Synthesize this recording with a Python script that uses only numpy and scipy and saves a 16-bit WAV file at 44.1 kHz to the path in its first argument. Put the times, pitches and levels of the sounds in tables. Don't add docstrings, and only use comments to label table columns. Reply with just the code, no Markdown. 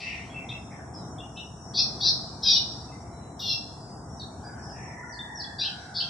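import sys
import numpy as np
from scipy import signal
from scipy.fft import rfft, irfft, next_fast_len
from scipy.io import wavfile
from scipy.ndimage import uniform_filter1d, map_coordinates

SR = 44100
rng = np.random.default_rng(int(sys.argv[2]) if len(sys.argv) > 2 else 0)


def put_to_file(sound):
    columns = np.atleast_2d(sound).T
    safe = np.clip(columns, -1, 1)
    whole_steps = np.round(safe * 32767)
    wavfile.write(sys.argv[1], SR, whole_steps.astype(np.int16))


def how_loud(loudness_db):
    steps = np.asarray(loudness_db, float) / 20
    return 10 ** steps


N = 268569
EAR_TILT = how_loud([[.6], [-.6]])


def unit(x):
    return x / np.sqrt(np.mean(np.abs(x) ** 2) + 1e-20)


def along(points, hz):
    f, v = np.transpose(points)
    return np.interp(np.log(hz + 1), np.log(f + 1), v)


def curves(rows, t):
    s, *columns = np.transpose(rows)
    return [np.interp(t, s, column) for column in columns]


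def wobble(rate, count):
    knots = rng.standard_normal(int(count * rate / SR) + 4)
    return map_coordinates(knots, [np.arange(count) * rate / SR])


def add(out, start_s, x):
    part = out[..., round(start_s * SR):][..., :x.shape[-1]]
    part += x[..., :part.shape[-1]]


def tone(hz, rough, smear_hz):
    rough = np.clip(rough, 0, 1)
    fuzz = unit(wobble(smear_hz, len(hz)) + 1j * wobble(smear_hz, len(hz)))
    turn = np.exp(2j * np.pi * (np.cumsum(hz) / SR + rng.random()))
    return np.sqrt(2) * np.imag((np.sqrt(1 - rough) + np.sqrt(rough) * fuzz) * turn)


def glides(notes):
    out = np.zeros(N)
    for start_s, length_s, first_hz, last_hz, level_db, rough in notes:
        u = np.linspace(0, 1, round(length_s * SR))
        swell = np.sin(np.pi * u ** 0.7) ** 0.6 * np.clip(u * length_s / 0.004, 0, 1)
        pitch_hz = first_hz + (last_hz - first_hz) * u
        add(out, start_s, how_loud(level_db) * swell * tone(pitch_hz, rough, smear_hz=120 + 600 * rough ** 2))
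    return out * EAR_TILT


def shrike():
    # start_s, swell_s, hold_s, release_s, peak_db
    efforts = [
        (-.1, 0.046, 0.022, 0.46, -37.5),
        (1.734, .045, 0.014, 0.044, -19.5),
        (1.998, .065, 0.016, .035, -19),
        (2.42, 0.044, 0.1, 0.029, -20.5),
        (3.388, 0.1133, 0.016, .07, -35.5),
        (5.582, 0.016, 0.05, 0.049, -26),
        (5.939, 0.017, 0.051, 0.048, -26.5),
    ]
    # first_hz, last_hz, cycles per flutter, roughness (0-1), swell_db
    voices = [(884, 860, 4, 0.13, 6), (853.6, 760, 4, .9, 14), (870, 810, 3, 0.76, 8.5),
              (830, 770, 3, 0.4, 7), (950, 885, 4, 0.74, 5.5), (991, 950, 4, 0.53, 3),
              (1003, 870, 4, 0.9, 6.5)]
    # low lines_db, high lines_db, top_hz, top_db
    throats = [(14, -5, 13000, -101), (-40, -3, 17000, -62), (-55, 0.5, 13000, -48),
               (-21.5, 1, 13400, -44.5), (-18, 9, 14300, -23), (-23, -17.5, 13000, -105),
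               (-31, -16.5, 18000, -80)]
    # first_hz, last_hz, level_db over plain lines, strongest at (share 0-1)
    resonances = [
        [(2600, 2650, 10.5, 0.4), (4700, 4900, 1, 0)],
        [(3800, 4400, 4.5, 0.4), (4130, 6000, 11.5, .55), (4550, 4650, 6.5, 0.4)],
        [(3500, 4520, 13, 0.55), (4260, 5400, 7.5, .3)],
        [(3950, 3650, 7, 0.45), (5280, 4300, 10, 0), (5570, 3200, -2, 0.05)],
        [(3410, 3460, 14.5, 0.35), (4400, 4000, 16, 0.55), (5350, 5020, 15, 0.81)],
        [(3550, 4640, 5.5, 0.3), (4700, 5080, 12, 0.08)],
        [(4600, 4400, 9.5, 0.26), (5110, 4900, 7, 0.21)],
    ]
    # start_s, length_s, pitch_hz, level_db
    clear_partials = [(1.778, 0.053, 2524, -51), (1.787, 0.032, 2680, -48.5), (2.044, .07, 2690, -58),
                      (2.046, 0.076, 1720, -64), (2.444, .11, 3260, -38.5), (2.452, 0.1, 2538, -47.5),
                      (2.439, 0.065, 1610, -56.5), (2.487, 0.019, 4120, -28), (2.498, 0.064, 5613, -27.5),
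                      (2.557, 0.042, 2964, -40.5), (3.406, 0.15, 2870, -48), (3.495, 0.079, 2764, -41),
                      (3.392, .08, 3800, -44.5), (3.399, 0.28, 5780, -52), (5.59, 0.056, 5630, -44.5),
                      (5.607, 0.045, 2490, -50), (5.612, 0.088, 2737, -48), (6.001, 0.038, 2716, -48)]
    # start_s, length_s, first_hz, last_hz, level_db
    endings = [
        (5.635, 0.068, 2946, 3070, -39.5),
        (5.65, 0.045, 3280, 3220, -39.5),
        (6.001, 0.062, 3030, 3360, -37),
    ]
    attack_s, onset_db, release_db, pan_db = 0.015, -19.5, -36.5, 3
    sag_per_s, partial_rough, ending_rough = 0.35, 0.2, 0.55
    out, top = np.zeros((2, 2, N))
    for effort, voice, throat, rings in zip(efforts, voices, throats, resonances):
        start_s, swell_s, hold_s, release_s, peak_db = effort
        first_hz, last_hz, cycles, rough, swell_db = voice
        low_db, high_db, top_hz, top_db = throat
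        knots = start_s + np.cumsum([0, attack_s, swell_s, hold_s, release_s])
        t = np.arange(max(start_s, 0), knots[-1], 1 / SR)
        u = (t - start_s) / (knots[-1] - start_s)
        effort_db = np.interp(t, knots, [onset_db - swell_db, -swell_db, 0, 0, release_db])
        pitch_hz = np.linspace(first_hz, last_hz, len(t)) * (1 + 0.01141 * wobble(89.7, len(t)))
        soft_ends = np.clip(np.minimum(t - t[0], t[-1] - t) / 0.0048, 0, 1)
        shape = soft_ends * how_loud(peak_db + effort_db + np.array([[pan_db], [-pan_db]]) / 2)
        add(out, t[0], flutter_lines(pitch_hz / cycles, u, rough, low_db, high_db, rings) * shape)
        add(top, t[0], how_loud(top_db) * top_band(t, top_hz) * shape * how_loud(-0.4 * effort_db))
    strands = [(start_s, length_s, hz, hz * (1 - sag_per_s * length_s), level_db, partial_rough)
               for start_s, length_s, hz, level_db in clear_partials]
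    strands += [(*row, ending_rough) for row in endings]
    return out + how_loud(2.5) * glides(strands) + chirps(), top


def flutter_lines(flutter_hz, u, rough, low_db, high_db, rings):
    low_opens_db, ring_width_hz, ring_span = 16.5, 170, 0.38
    voice = np.zeros(len(u))
    for k in range(int(2500 / flutter_hz[0]), int(6200 / flutter_hz[0]) + 1):
        hz = k * flutter_hz
        low = np.clip((3400 - hz) / 300, 0, 1)
        high = np.clip((hz - 4200) / 900, 0, 1)
        level_db = low * (low_db + low_opens_db * u - 17.5) + high * high_db
        level_db -= 40 * np.clip((hz - 5900) / 300, 0, 2)
        gain = how_loud(level_db)
        for first_hz, last_hz, ring_db, strongest in rings:
            off_centre = (hz - first_hz - (last_hz - first_hz) * u) / ring_width_hz
            off_time = (u - strongest) / ring_span
            gain = gain + how_loud(ring_db) * np.exp(-off_centre ** 2 - off_time ** 2)
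        voice += gain * how_loud(3 * wobble(25, len(u)) - 16) * tone(hz, rough, smear_hz=230)
    return voice


def top_band(t, top_hz):
    ears = np.zeros((2, len(t)))
    for ear in ears:
        for ratio, fall_db_per_s in ((0.93, 250.5), (0.97, 62), (1, -4.5), (1.04, 88.5), (1.07, 149.5)):
            ear += how_loud(-fall_db_per_s * (t - t[0])) * tone(ratio * top_hz + 0 * t, 0.6, smear_hz=300)
    return ears


def chirps():
    # start_s, top_hz, spacing_hz, level_db, answer_hz
    stacks = [
        (0.487, 3950, 304, -44, 2600),
        (1.18, 3720, 214, -53, 2765),
        (1.368, 4096, 300, -49, 2806),
    ]
    rough, sag, rise = 0.35, 0.02, 0.0416
    notes = []
    for start_s, top_hz, spacing_hz, level_db, answer_hz in stacks:
        for k, line_db in enumerate((-7, 4, -1.5)):
            hz = top_hz - k * spacing_hz
            notes.append((start_s, 0.043, hz, hz * (1 - sag), level_db + line_db, rough))
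        notes.append((start_s + 0.02, 0.064, answer_hz, answer_hz * (1 + rise), level_db + 3, rough))
    return glides(notes)


def neighbours():
    # start_s, length_s, pitch_hz, level_db
    whistles = [(.297, 0.05, 3310, -52), (.34, 0.062, 2660, -41.5), (.42, 0.44, 5150, -70.5),
                (.49, 0.025, 4510, -63), (.975, 0.038, 4010, -61), (1.01, 0.039, 3780, -68),
                (1.365, .03, 3040, -49), (1.3, 0.16, 5110, -68), (1.36, 0.043, 2660, -46.5),
                (2.33, 0.063, 2365, -77.5), (2.884, 0.034, 2620, -64), (2.919, 0.044, 2059, -56.5),
                (3.119, 0.243, 3990, -65), (3.77, 0.28, 4920, -59), (4.43, 0.08, 4864, -51.5),
                (5.028, 0.045, 1425, -48), (5.09, 0.031, 5800, -52), (5.19, 0.018, 3573, -35),
                (5.441, .015, 3406, -38.5)]
    # start_s, length_s, pitch_hz, level_db
    chatter = [(0, .25, 2113, -45.5), (.05, .146, 2673, -43.5), (.304, 0.3, 2240, -56),
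               (2.9, 0.54, 2124, -71.5), (4.42, .3, 2125, -73.5), (5.66, 0.5, 2074, -69),
               (.7, 0.1, 1900, -58.5), (.708, 0.069, 2200, -57), (.788, 0.04, 1684, -51.5),
               (.935, 0.052, 5350, -50.5), (.94, 0.028, 5200, -53), (4.625, 0.047, 5350, -53.5),
               (4.69, 0.036, 5230, -51.5), (4.726, 0.21, 2600, -63), (4.769, 0.26, 2252, -60)]
    # start_s, length_s, first_hz, last_hz, level_db
    sweeps = [
        (4.193, 0.034, 4600, 4180, -44),
        (4.198, 0.0347, 3984, 3500, -44.5),
        (5.123, 0.034, 5030, 4130, -45.5),
        (5.347, 0.084, 5830, 4700, -42),
        (5.396, .024, 4940, 3960, -34),
    ]
    notes = [(*row, 0.45) for row in sweeps]
    for rows, fall, rough in ((whistles, 0, 0.25), (chatter, 0.0317, 0.85)):
        notes += [(start_s, length_s, hz, hz * (1 - fall), level_db, rough)
                  for start_s, length_s, hz, level_db in rows]
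    return glides(notes)


def cock():
    # start_s, pitch_hz, level_db
    course = [
        (4.42, 759, -66),
        (4.48, 787, -57),
        (4.7, 817, -66),
        (4.78, 922, -60.5),
        (5.0, 950, -55.5),
        (5.3, 901.4, -53.5),
        (5.55, 870, -58.5),
        (5.65, 801, -57.5),
        (6.09, 741.5, -60.5),
    ]
    # multiple of the pitch, level_db
    harmonics = [
        (1, 1.5),
        (2, 5.5),
        (3, -30),
    ]
    t = np.arange(course[0][0], N / SR, 1 / SR)
    pitch_hz, level_db = curves(course, t)
    out = np.zeros((2, N))
    for multiple, part_db in harmonics:
        part = tone(multiple * pitch_hz, 1.0, smear_hz=170 * multiple)
        add(out, t[0], how_loud(level_db + part_db) * part[None])
    return out


def walls(x):
    # pitch_hz, t60_s
    decay = [(1000, 1.5), (3000, 0.5), (6000, 0.92)]
    hz, t, z = signal.stft(rng.standard_normal((2, SR)), SR, nperseg=256)
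    fall_db = -60 * t / along(decay, hz)[:, None] - 9.6 * np.clip(t / 0.094, 0, 1)
    tail = signal.istft(z * how_loud(fall_db), SR, nperseg=256)[1]
    delayed = np.pad(x.mean(0), (500, 0))[None]
    return signal.fftconvolve(delayed, tail / np.linalg.norm(tail[0]), axes=1)[:, :N]


def background():
    # pitch_hz, level_db per Hz
    traffic = [(20, -42.5), (65, -2), (124, 0), (229, -5.5), (452, -13.5), (603, -17.5), (668, -7),
               (929, -14), (1400, -21.5), (2070, -36.5), (2600, -41), (3700, -44), (4400, -48.5),
               (6500, -90.5)]
    # time_s, level_db
    traffic_db = [(0, -42.5), (6.09, -43.5)]
    # centre_hz, width_hz, level_db
    insect_bands = [(5515, 166, -11), (5987, 20, -6.5)]
    # time_s, level_db
    insect_db = [(0, -53.5), (.4, -60), (1.27, -56.5), (2.6, -58), (3.3, -63.5), (4.1, -63), (4.63, -57.5),
                 (5.3, -62), (6.09, -56)]
    # pitch_hz, level_db per Hz
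    hiss_band = [(5700, -55.5), (6200, -9.5), (7000, -5), (8500, -6), (9200, -16.5), (10300, -13),
                 (10800, -16.5), (11000, -65.5)]

    def chorus(hz):
        return sum(how_loud(db) * np.exp(-((hz - centre) / width) ** 2) for centre, width, db in insect_bands)

    t = np.arange(N) / SR
    hum = patches(rush(lambda hz: how_loud(along(traffic, hz))), patchy_db=3.5)
    town = how_loud(curves(traffic_db, t)[0] + 1.5 * wobble(2.7146, N)) * hum
    insects = how_loud(curves(insect_db, t)[0] + 3.3 * wobble(8.4, N)) * rush(chorus)
    hiss = how_loud(-62.0) * rush(lambda hz: how_loud(along(hiss_band, hz)))
    return (town + insects + hiss) * EAR_TILT


def rush(gain):
    # pitch_hz, left-right likeness (0-1)
    likeness = [(30, 0.99), (100, 0.99), (300, 0.97), (700, 0.68), (1500, 0.38), (5000, 0.059),
                (8000, 0.21)]
    m = next_fast_len(N)
    hz = np.fft.rfftfreq(m, 1 / SR)
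    turn = np.arccos(np.clip(along(likeness, hz), -1, 1)) / 2
    spectrum = rfft(rng.standard_normal((2, m))) * gain(hz)
    mid, side = irfft(spectrum * [np.cos(turn), np.sin(turn)], m)[:, :N]
    return unit(np.array([mid + side, mid - side]))


def patches(x, patchy_db):
    z = signal.stft(x, nperseg=512)[2]
    field = uniform_filter1d(rng.standard_normal(z.shape[1:]), size=2, axis=0)
    field = uniform_filter1d(field, size=14, axis=1)
    depth = np.clip(np.arange(z.shape[1]) / 18 - 0.6, 0, 1)[:, None]
    return signal.istft(z * how_loud(patchy_db * depth * unit(field)), nperseg=512)[1][:, :N]


def scene():
    near, top = shrike()
    far = neighbours() + cock()
    echoes = how_loud(-0.5) * walls(near) + how_loud(2.5) * walls(far)
    return near + top + far + echoes + background()


def band_limit(x):
    return signal.sosfilt(signal.butter(12, 15500, fs=SR, output="sos"), x)


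def record(dry):
    # pitch_hz, level_db per bin
    gate = [(1300, -140), (2000, -80.5), (2600, -84.5), (3900, -89), (4300, -83), (5000, -105), (5400, -76),
            (6000, -140)]
    # pitch_hz, level_db against the loudest bin
    mask = [(1800, -89), (2400, -42.5), (5800, -48), (6300, -40.5), (7500, -47.5), (10000, -65)]
    hz, t, z = signal.stft(dry, SR, nperseg=1024)
    power = uniform_filter1d(np.mean(np.abs(z) ** 2, 0), size=4, axis=0)
    power = uniform_filter1d(power, size=4, axis=1)
    level_db = 10 * np.log10(np.abs(power) + 1e-20)
    loudest_db = level_db[hz > 2000].max(0)
    masked_db = loudest_db + (along(mask, hz) - 60 * (hz > 11500))[:, None]
    shut_db = np.maximum(along(gate, hz)[:, None], masked_db)
    closing = how_loud(np.clip(3 * (level_db - shut_db), -26, 0))
    clean = signal.istft(z * closing, SR, nperseg=1024)[1][:, :N]
    return band_limit(clean)


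dry = scene()
out = record(dry)
put_to_file(out)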